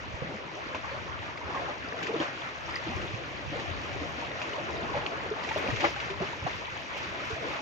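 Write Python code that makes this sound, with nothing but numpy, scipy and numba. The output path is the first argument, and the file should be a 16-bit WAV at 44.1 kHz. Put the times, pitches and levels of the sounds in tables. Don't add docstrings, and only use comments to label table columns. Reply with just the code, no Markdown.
import sys
import numpy as np
from scipy import signal
from scipy.fft import rfft, irfft, next_fast_len
from scipy.io import wavfile
from scipy.ndimage import uniform_filter1d
from numba import njit

SR = 44100
rng = np.random.default_rng(int(sys.argv[2]) if len(sys.argv) > 2 else 0)


def bounce(signal):
    frames = np.transpose(np.atleast_2d(signal))
    limited = np.clip(frames, -1, 1)
    pcm = np.round(limited * 32767).astype(np.int16)
    wavfile.write(sys.argv[1], SR, pcm)


N = 335601
PADDED = next_fast_len(N)

# (time [s], relative level [dB])
GUST_CURVE = [(0.0, -45.5), (0.45, -55), (1.0, -47), (1.7, -50), (1.95, -52), (2.45, -57), (3.0, -42),
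              (3.3, -49), (3.5, -45), (4.1, -42.5), (4.45, -53.5), (4.8, -45), (5.45, -52), (5.72, -40),
              (5.95, -46), (6.45, -49), (7.0, -50), (7.61, -51.5)]
# (frequency [Hz], relative density [dB per Hz])
WIND_SPECTRUM = [(12, -56.5), (20, -19), (81, 5.5), (129, -1.5), (171, -4), (260, -10), (340, -35),
                 (570, -120)]
# (time [s], peak level [dB], pitch [Hz], left minus right [dB])
WIND_THUMPS = [(0.138, -36, 72.7, -11), (0.217, -33.5, 137, -17), (0.241, -35, 189, -5),
               (2.885, -34, 199, 1), (2.955, -32, 96.9, 11), (3.135, -32.5, 108, -17),
               (3.474, -34, 118, -13), (3.495, -32.5, 117, 3), (3.708, -32.5, 88.8, 17),
               (5.688, -31, 88.8, -8), (5.727, -29.5, 113, 15), (6.204, -27, 180, -1), (6.42, -29, 90, 1),
               (6.447, -33, 143, -16), (7.104, -39, 70, -10), (7.326, -38, 95, -23)]
# (frequency [Hz], relative density [dB per Hz])
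TOP_HISS_SPECTRUM = [(4820, -26.5), (8200, -4.5), (10400, -12), (12600, -11), (14200, -2.5), (15200, -10.5),
                     (15800, -3.5)]
# (time [s], relative level [dB])
TOP_TICKS = [(2.0233, -65), (2.7237, -68), (2.7561, -65), (3.0465, -66.5), (5.5762, -52), (5.8394, -64),
             (6.3126, -74), (6.55, -67), (6.9711, -58), (7.25, -68)]
# (time [s], peak level [dB])
TACKLE_PINGS = [(1.8864, -37.5), (2.7092, -37.5), (2.7234, -40.5), (2.7571, -25.5), (2.7851, -40),
                (4.7785, -40), (5.435, -43), (5.806, -34.5), (5.9933, -39.5)]
# (direction [-1 right to 1 left], relative level [dB])
SHORE_DIRECTIONS = [(-1.1, 0), (-.9, 0), (-.6, -0.5), (-.3, -0.5), (0, -3), (.3, -4), (.6, -2), (.9, 0),
                    (1.1, 2.5)]
# (time [s], low gurgle [dB], middle trickle [dB], high fizz [dB])
WATER_CURVES = [(0.0, -49.5, -47, -47.5), (0.3, -45.5, -48.5, -48.5), (0.9, -47, -44, -46.5),
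                (1.38, -48, -45, -48.5), (1.57, -41, -39, -45.5), (1.76, -47, -45, -48),
                (2.12, -39.5, -42.5, -44), (2.38, -47, -44.5, -45.5), (2.75, -47.5, -43.5, -46),
                (2.94, -44, -44.5, -42.5), (3.15, -44.5, -47, -46), (3.4, -47, -46.5, -46),
                (3.55, -42.5, -45.5, -44.5), (3.7, -44.5, -44.5, -43.5), (4.05, -42.5, -46.5, -44.5),
                (4.4, -43, -43, -44), (4.78, -40, -43, -44.5), (4.95, -40, -40.5, -45),
                (5.38, -43.5, -43, -46), (5.55, -42.5, -40.5, -40.5), (5.68, -39, -42.5, -42),
                (5.85, -44.5, -42, -38), (6.0, -45.5, -43, -44.5), (6.8, -48.5, -45.5, -44),
                (7.2, -45.5, -43, -43.5), (7.33, -47, -44, -41.5), (7.42, -41.5, -43.5, -43.5),
                (7.61, -45.5, -42, -42)]
# (frequency [Hz], relative density [dB per Hz])
WASH_SPECTRUM = [(71, -29.5), (120, -1), (228, -6.5), (501, -2), (568, 1.5), (692, 0), (873, -4),
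                 (1080, 0.5), (1360, -1.5), (2510, -6.5), (4440, -19.5), (6230, -21.5), (7320, -28.5),
                 (7730, -31.5), (8600, -83.5), (11200, -109), (18900, -120)]
# (time [s], peak level [dB], pitch [Hz], spit share [0-1], nominal 60 dB decay time [s])
STONE_DROPS = [(0.7465, -26, 2390, 0.15, .004), (1.3746, -30.5, 2150, .1, .01), (1.924, -26, 1740, 0, .005),
               (2.027, -29, 1730, .6, .005), (2.0675, -28, 1780, 0.2, .01),
               (2.069, -30.5, 2400, 0.18, 0.0065), (2.2002, -27, 3040, 0.23, .008),
               (2.228, -34, 1580, 0.5, 0.024), (2.4184, -32, 3250, 0.1, 0.0065),
               (2.6902, -29, 1150, 0.15, 0.006), (2.7425, -23.5, 2050, .06, 0.0034),
               (2.7605, -25.5, 1950, 0.18, .022), (2.769, -34, 1900, 0, .02),
               (2.9696, -31.5, 2320, .03, .015), (3.0158, -32, 2710, 0.36, .01),
               (3.146, -36, 2580, 0.47, 0.0091), (3.597, -29.5, 1820, 0.36, .01),
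               (4.4162, -29, 2450, 0.5, .005), (4.5336, -31, 2870, 0.1, .012),
               (5.0155, -36, 2750, 0.2, .012), (5.0626, -29.5, 4200, 0.08, 0.0066),
               (5.0638, -17, 2670, 0.05, 0.0016), (5.0685, -33, 2400, 0.1, .006),
               (5.436, -32.5, 1900, 0.5, 0.011), (5.447, -29.5, 1900, 0.07, 0.019),
               (5.4886, -28.5, 2290, 0.38, .012), (5.515, -27, 1870, 0.06, 0.016),
               (5.553, -34, 2770, .1, 0.011), (5.595, -31, 2100, 0.1, .015),
               (5.675, -23.5, 2420, 0.13, 0.008), (5.702, -28.5, 1850, 0.2, .02),
               (5.7598, -26, 2250, 0.38, .008), (5.8054, -26, 1880, 0.52, 0.0044),
               (5.849, -22, 2210, 0.04, 0.015), (5.856, -24, 1950, 0.05, 0.015),
               (5.961, -32, 1510, 0.4, 0.033), (6.0003, -26.5, 2250, 0.33, .005),
               (6.101, -33, 2240, 0.47, .012), (6.969, -37, 2300, 0.8, .008),
               (7.0294, -35, 1890, 0.6, 0.011)]
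# (time [s], peak level [dB], pitch [Hz], slap share [0-1], nominal 60 dB decay time [s])
AIR_POCKETS = [(0.219, -30.5, 495, 0.03, 0.047), (0.285, -43, 266, 0, 0.12), (0.31, -43, 329, 0.1, 0.09),
               (0.335, -39, 200, 0.24, 0.09), (0.338, -39, 498, 0, 0.068), (0.395, -40, 476, 0.3, .07),
               (0.74, -35, 597, 0.36, 0.1), (0.744, -33, 986, 0.64, .05), (0.84, -34, 1110, .05, 0.066),
               (0.912, -35.5, 532, 0.1, 0.091), (0.94, -37, 593, 0, 0.069), (1.495, -36, 1095, 0.8, .05),
               (1.545, -29, 1075, 0.57, 0.047), (1.562, -32.5, 1044, 0, 0.11), (1.58, -38, 695, 0.2, 0.066),
               (1.615, -33.5, 684, 0.3, 0.063), (1.683, -33.5, 797, 0.53, 0.06),
               (1.69, -34.5, 567, 0.43, 0.1), (1.917, -36, 442, 0.34, 0.1), (2.091, -25.5, 424, 0, 0.059),
               (2.137, -24, 439, 0, .06), (2.157, -27, 314, 0.47, .055), (2.198, -24, 304, 0.32, 0.059),
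               (2.208, -27.5, 564, 0.4, 0.067), (2.865, -31, 306, 0.53, 0.067), (2.895, -38, 233, 0.4, .09),
               (2.915, -35, 772, 0, .12), (3.026, -37.5, 331, 0.34, 0.083), (3.517, -34.5, 285, .3, 0.067),
               (3.526, -35.5, 540, 0.1, 0.076), (3.554, -33.5, 476, 0.16, 0.072),
               (4.01, -33, 273, 0.5, 0.064), (4.22, -34.5, 903, .1, 0.079), (4.582, -28, 573, 0.3, 0.034),
               (4.602, -36, 547, 0.4, .05), (4.697, -33.5, 420, 0.1, 0.045), (4.711, -35, 576, 0, .05),
               (4.826, -36.5, 223, .6, 0.08), (4.942, -29.5, 803, .3, 0.06), (4.951, -29, 584, 0.26, 0.049),
               (4.963, -28, 560, 0.3, 0.065), (4.963, -31.5, 850, 0, 0.082), (5.032, -33, 830, 0.3, .04),
               (5.117, -32.5, 650, 0.56, 0.072), (5.311, -24.5, 412, 0.03, 0.065),
               (5.445, -37, 1170, .3, 0.068), (5.509, -26, 860, 0.22, 0.058),
               (5.5595, -22, 586, 0.26, 0.03), (5.566, -30, 405, 0.4, 0.064),
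               (5.639, -34, 432, 0.36, 0.038), (5.655, -31.5, 518, 0.46, 0.083),
               (5.68, -35, 557, 0.8, 0.06), (5.708, -33.5, 470, 0.2, 0.031),
               (5.797, -33.5, 571, 0.8, 0.096), (5.825, -29.5, 330, 0.34, 0.067),
               (5.838, -19.5, 788, 0.27, 0.06), (5.84, -21, 1170, 0.42, 0.051), (5.845, -27, 321, 0, 0.085),
               (5.847, -23.5, 563, 0, 0.074), (5.96, -34.5, 785, 0, 0.1), (6.096, -32, 376, 0.4, 0.13),
               (6.201, -31, 556, 0, 0.05), (6.21, -29.5, 664, 0.05, 0.054), (6.216, -26, 367, 0.38, .075),
               (6.463, -24.5, 720, 0.5, 0.052), (7.2, -33, 1225, 0.4, 0.052), (7.222, -37.5, 582, 0, 0.09),
               (7.236, -34, 1400, 0.2, .03), (7.299, -33.5, 430, 0, 0.11), (7.355, -38, 630, .3, .12),
               (7.425, -34, 646, 0.1, .05), (7.443, -35, 457, 0.1, 0.046), (7.461, -34.5, 488, 0.4, 0.085),
               (7.53, -35, 800, 0.2, 0.061), (7.554, -32, 622, 0.3, 0.042), (7.59, -33, 820, 0, 0.071)]

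PORT_LAG_S = .00037
GUSTY_DB, GUSTS_PER_S = 1.6, 13
TICK_RING_S = 0.072
PING_HZ, PING_RING_S = 4870, 0.014
NEIGHBOUR_DB, NEIGHBOUR_DB_PER_SLAP = -22, 19.5
SWELL_PER_RING = 21.5
SHARED_HZ = 5500
WATER_TOP_HZ, TOP_HZ = 7150, 15500


def undb(db):
    return 10 ** (np.asarray(db) / 20)


def unit(x):
    return x / np.sqrt(np.mean(x ** 2))


def curves(table):
    s, *columns = np.transpose(table)
    t = np.arange(N) / SR
    return [np.interp(t, s, c) for c in columns]


def colour(x, points):
    hz, db = np.transpose(points)
    f = np.maximum(np.fft.rfftfreq(PADDED, 1 / SR), 1)
    gain = undb(np.interp(np.log(f), np.log(hz), db, -140, -140))
    return irfft(rfft(x, PADDED) * gain, PADDED)[..., :N]


def walk(rate):
    k = int(SR / rate)
    held = np.repeat(rng.standard_normal(N // k + 1), k)
    smooth = uniform_filter1d(uniform_filter1d(held, k), k)[:N]
    return unit(smooth - uniform_filter1d(smooth, size=3 * k))


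def ports(diffuse):
    side, db = np.transpose(SHORE_DIRECTIONS)
    noise = rng.standard_normal((len(side), N)) * undb(db)[:, None]
    late = [np.roll(x, int(round(d * PORT_LAG_S * SR))) for x, d in zip(noise, side)]
    directional = unit(np.array([noise.sum(axis=0), sum(late)]))
    d = np.clip(diffuse, 0, 1)
    return np.sqrt(1 - d) * directional + np.sqrt(d) * rng.standard_normal((2, N))


@njit
def oscillators(n, start, hz, t60, rise, glide, gain, lag):
    out = np.zeros((2, n + 9000))
    for k in range(len(start)):
        fall = np.exp(-np.log(1000) / (t60[k] * SR))
        swell = np.exp(-1 / (rise[k] * SR))
        turn = 2 * np.pi * hz[k] / SR
        size, lack, phase = 1., 1., 0.
        for i in range(min(int(t60[k] * SR), 8000)):
            size, lack = size * fall, lack * swell
            phase += turn * (1 + glide[k] * i / (t60[k] * SR))
            v = size * (1 - lack) ** 2 * np.sin(phase)
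            out[0, start[k] + i + max(-lag[k], 0)] += gain[0, k] * v
            out[1, start[k] + i + max(lag[k], 0)] += gain[1, k] * v
    return out[:, :n]


def ring(s, db, hz, pan_db, t60, rise, glide, side):
    one = np.ones(len(s))
    t60, rise = np.clip(t60, .002, .18) * one, np.clip(rise, .0001, .03) * one
    ratio = rise * np.log(1000) / t60
    top = (2 / (2 + ratio)) ** 2 * (ratio / (2 + ratio)) ** ratio
    gain = undb(db + np.array([pan_db * one, -pan_db * one]) / 2) / top
    lag = np.round(np.clip(side, -1, 1) * one * PORT_LAG_S * SR).astype(int)
    return oscillators(N, (s * SR).astype(int), hz * one, t60, rise, glide * one, gain, lag)


def bursts(s, db, t60, rise):
    env = np.zeros(N + 9000)
    t = np.arange(9000) / SR
    for onset, level, decay in zip(s, db, t60 * np.ones(len(s))):
        a = int(onset * SR)
        env[a:a + 9000] += undb(level - 60 * t / decay) * (1 - np.exp(-t / rise))
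    return env[:N]


def wind(db):
    a, b, both = rng.standard_normal((3, N))
    drift_db = np.array([1.2 * walk(7.7) + 2.8, 3.1 * walk(12) - .6])
    rumble = unit(colour(np.array([a, b]) + 0.27 * both, WIND_SPECTRUM)) * undb(drift_db)
    flurry_db = GUSTY_DB * np.tanh(walk(GUSTS_PER_S))
    s, peak_db, hz, pan_db = np.transpose(WIND_THUMPS)
    thumps = ring(s, peak_db, hz, pan_db, .042, .005, 0, 0)
    return rumble * undb(db + flurry_db) + thumps


def top_hiss(db):
    hiss = unit(colour(ports(diffuse=0.99), TOP_HISS_SPECTRUM)) * undb([[-9], [4]])
    s, tick_db = np.transpose(TOP_TICKS)
    flicker = undb(2.2 * walk(18))
    return hiss * (undb(db) * flicker + bursts(s, tick_db, TICK_RING_S, 0.0046))


def tackle():
    s, db = np.transpose(TACKLE_PINGS)
    return ring(s, db, PING_HZ, -1.5, PING_RING_S, 0.00017, 0, -.05)


def drops():
    s, db, hz, share, t60 = np.transpose(STONE_DROPS)
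    side = np.where((hz > 2150) & (hz < 3500), .95, -.2)
    spit = unit(colour(ports(diffuse=0.14), [(1200, -13.0), (2500, 3.5), (4500, -9), (7500, -12.0)]))
    hiss = bursts(s, db + 20 * np.log10(np.clip(share, .01, 1)), 0.13, 0.0005)
    return ring(s + 0.00037, db, hz, .4, t60, 0.00053, 0.13, side) + spit * hiss


def swarm(level_db, lo_hz, hi_hz, cycles, scatter_db, cap_db, gain_db, count):
    when, pitch, loudness, place, length = rng.random((count, 5)).T
    s = when * (N - 1) / SR
    hz = lo_hz * (hi_hz / lo_hz) ** pitch
    extra_db = np.minimum(-scatter_db * np.log(1 - loudness), cap_db)
    db = level_db[(s * SR).astype(int)] + gain_db + extra_db
    side = 2.15 * (place - .5)
    return ring(s, db, hz, 1.0 * side, cycles * (.5 + length) / hz, 0.78 / hz, 0.15, side)


def wash(gurgle_db, trickle_db, fizz_db):
    noise = rfft(colour(ports(diffuse=0.22), WASH_SPECTRUM), PADDED)
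    octave = np.log2(np.maximum(np.fft.rfftfreq(PADDED, 1 / SR), 1) / 125)
    shared = walk(11)
    scale = 1 / np.sqrt(np.mean(irfft(noise, PADDED) ** 2))
    out = 0
    for k in np.arange(0, 6.6, .5):
        window = np.cos(np.pi * np.clip(octave - k, -.5, .5)) ** 2
        band = irfft(noise * window, PADDED)[:, :N]
        low, high = np.clip((3.2 - k) / 1.0, 0, 1), np.clip((k - 3.4) / 0.74, 0, 1)
        db = low * (gurgle_db + 5.0) + (1 - low - high) * (trickle_db + 3.5) + high * (fizz_db + 8.5)
        out = out + band * undb(db + 0.75 * shared + (2.5 - 1.43 * high) * walk(17))
    return scale * out


def plops():
    s, db, hz, slap, t60 = np.transpose(AIR_POCKETS)
    crowd_db = NEIGHBOUR_DB + NEIGHBOUR_DB_PER_SLAP * slap
    swell = SWELL_PER_RING * t60 / hz
    pocket = ring(s, db, hz, 0, t60, swell, .2, -0.49)
    above = ring(s + 0.00486, db + crowd_db + 1.0, 1.5 * hz, 0, 1.5 * t60, swell, 0.28, -0.22)
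    below = ring(s + 0.00387, db + crowd_db, 0.418 * hz, 0, 0.88 * t60, swell, 0.28, -.2)
    slap_points = [(200, -12.0), (500, 0.0), (1200, -2.0), (2500, -9.5), (7000, -26.0)]
    water = unit(colour(ports(diffuse=0.24), slap_points))
    slap_db = db + 20 * np.log10(np.clip(slap, .01, 1))
    return pocket + above + below + water * bursts(s + 0.0024, slap_db, 3.2 * t60, 0.0019)


def shared_treble(sound):
    hz = np.fft.rfftfreq(PADDED, 1 / SR)
    left, right = rfft(sound, PADDED)
    shared = 1 / (1 + np.exp((SHARED_HZ - hz) / 150.))
    lean = undb(1.18 - 6.5 * np.clip((hz - 4400) / 1600, 0, 1.6))
    left = lean * ((1 - .6 * shared) * left + .9 * shared * right)
    low_pass = signal.butter(10, WATER_TOP_HZ, fs=SR, output="sos")
    return signal.sosfilt(low_pass, irfft([left, right], PADDED)[:, :N])


def scene():
    gurgle, trickle, fizz = curves(WATER_CURVES)
    hiss_db = 1.8 * (fizz + 44) - 80.5
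    background = wind(*curves(GUST_CURVE)) + top_hiss(hiss_db)
    glugs = swarm(gurgle, 260, 1000, 13, 3, 6.5, -3.5, count=1700)
    drips = swarm(trickle, 800, 2200, 24, 3.8, 10, -1.5, count=1700)
    crackle = swarm(fizz, 1800, 3800, 26, 3.8, 12, -3, count=1100)
    prickle = swarm(fizz, 3590, 7050, 24, 4.7, 9.3, -6.5, count=1200)
    small_bubbles = glugs + drips + crackle + prickle
    water = wash(gurgle, trickle, fizz) + small_bubbles + plops() + drops()
    return background + shared_treble(tackle() + water)


def record(dry):
    dry = signal.sosfilt(signal.butter(2, 45, "high", fs=SR, output="sos"), dry)
    return signal.sosfilt(signal.ellip(10, .2, 80, TOP_HZ, fs=SR, output="sos"), dry)


dry = scene()
out = record(dry)
bounce(out)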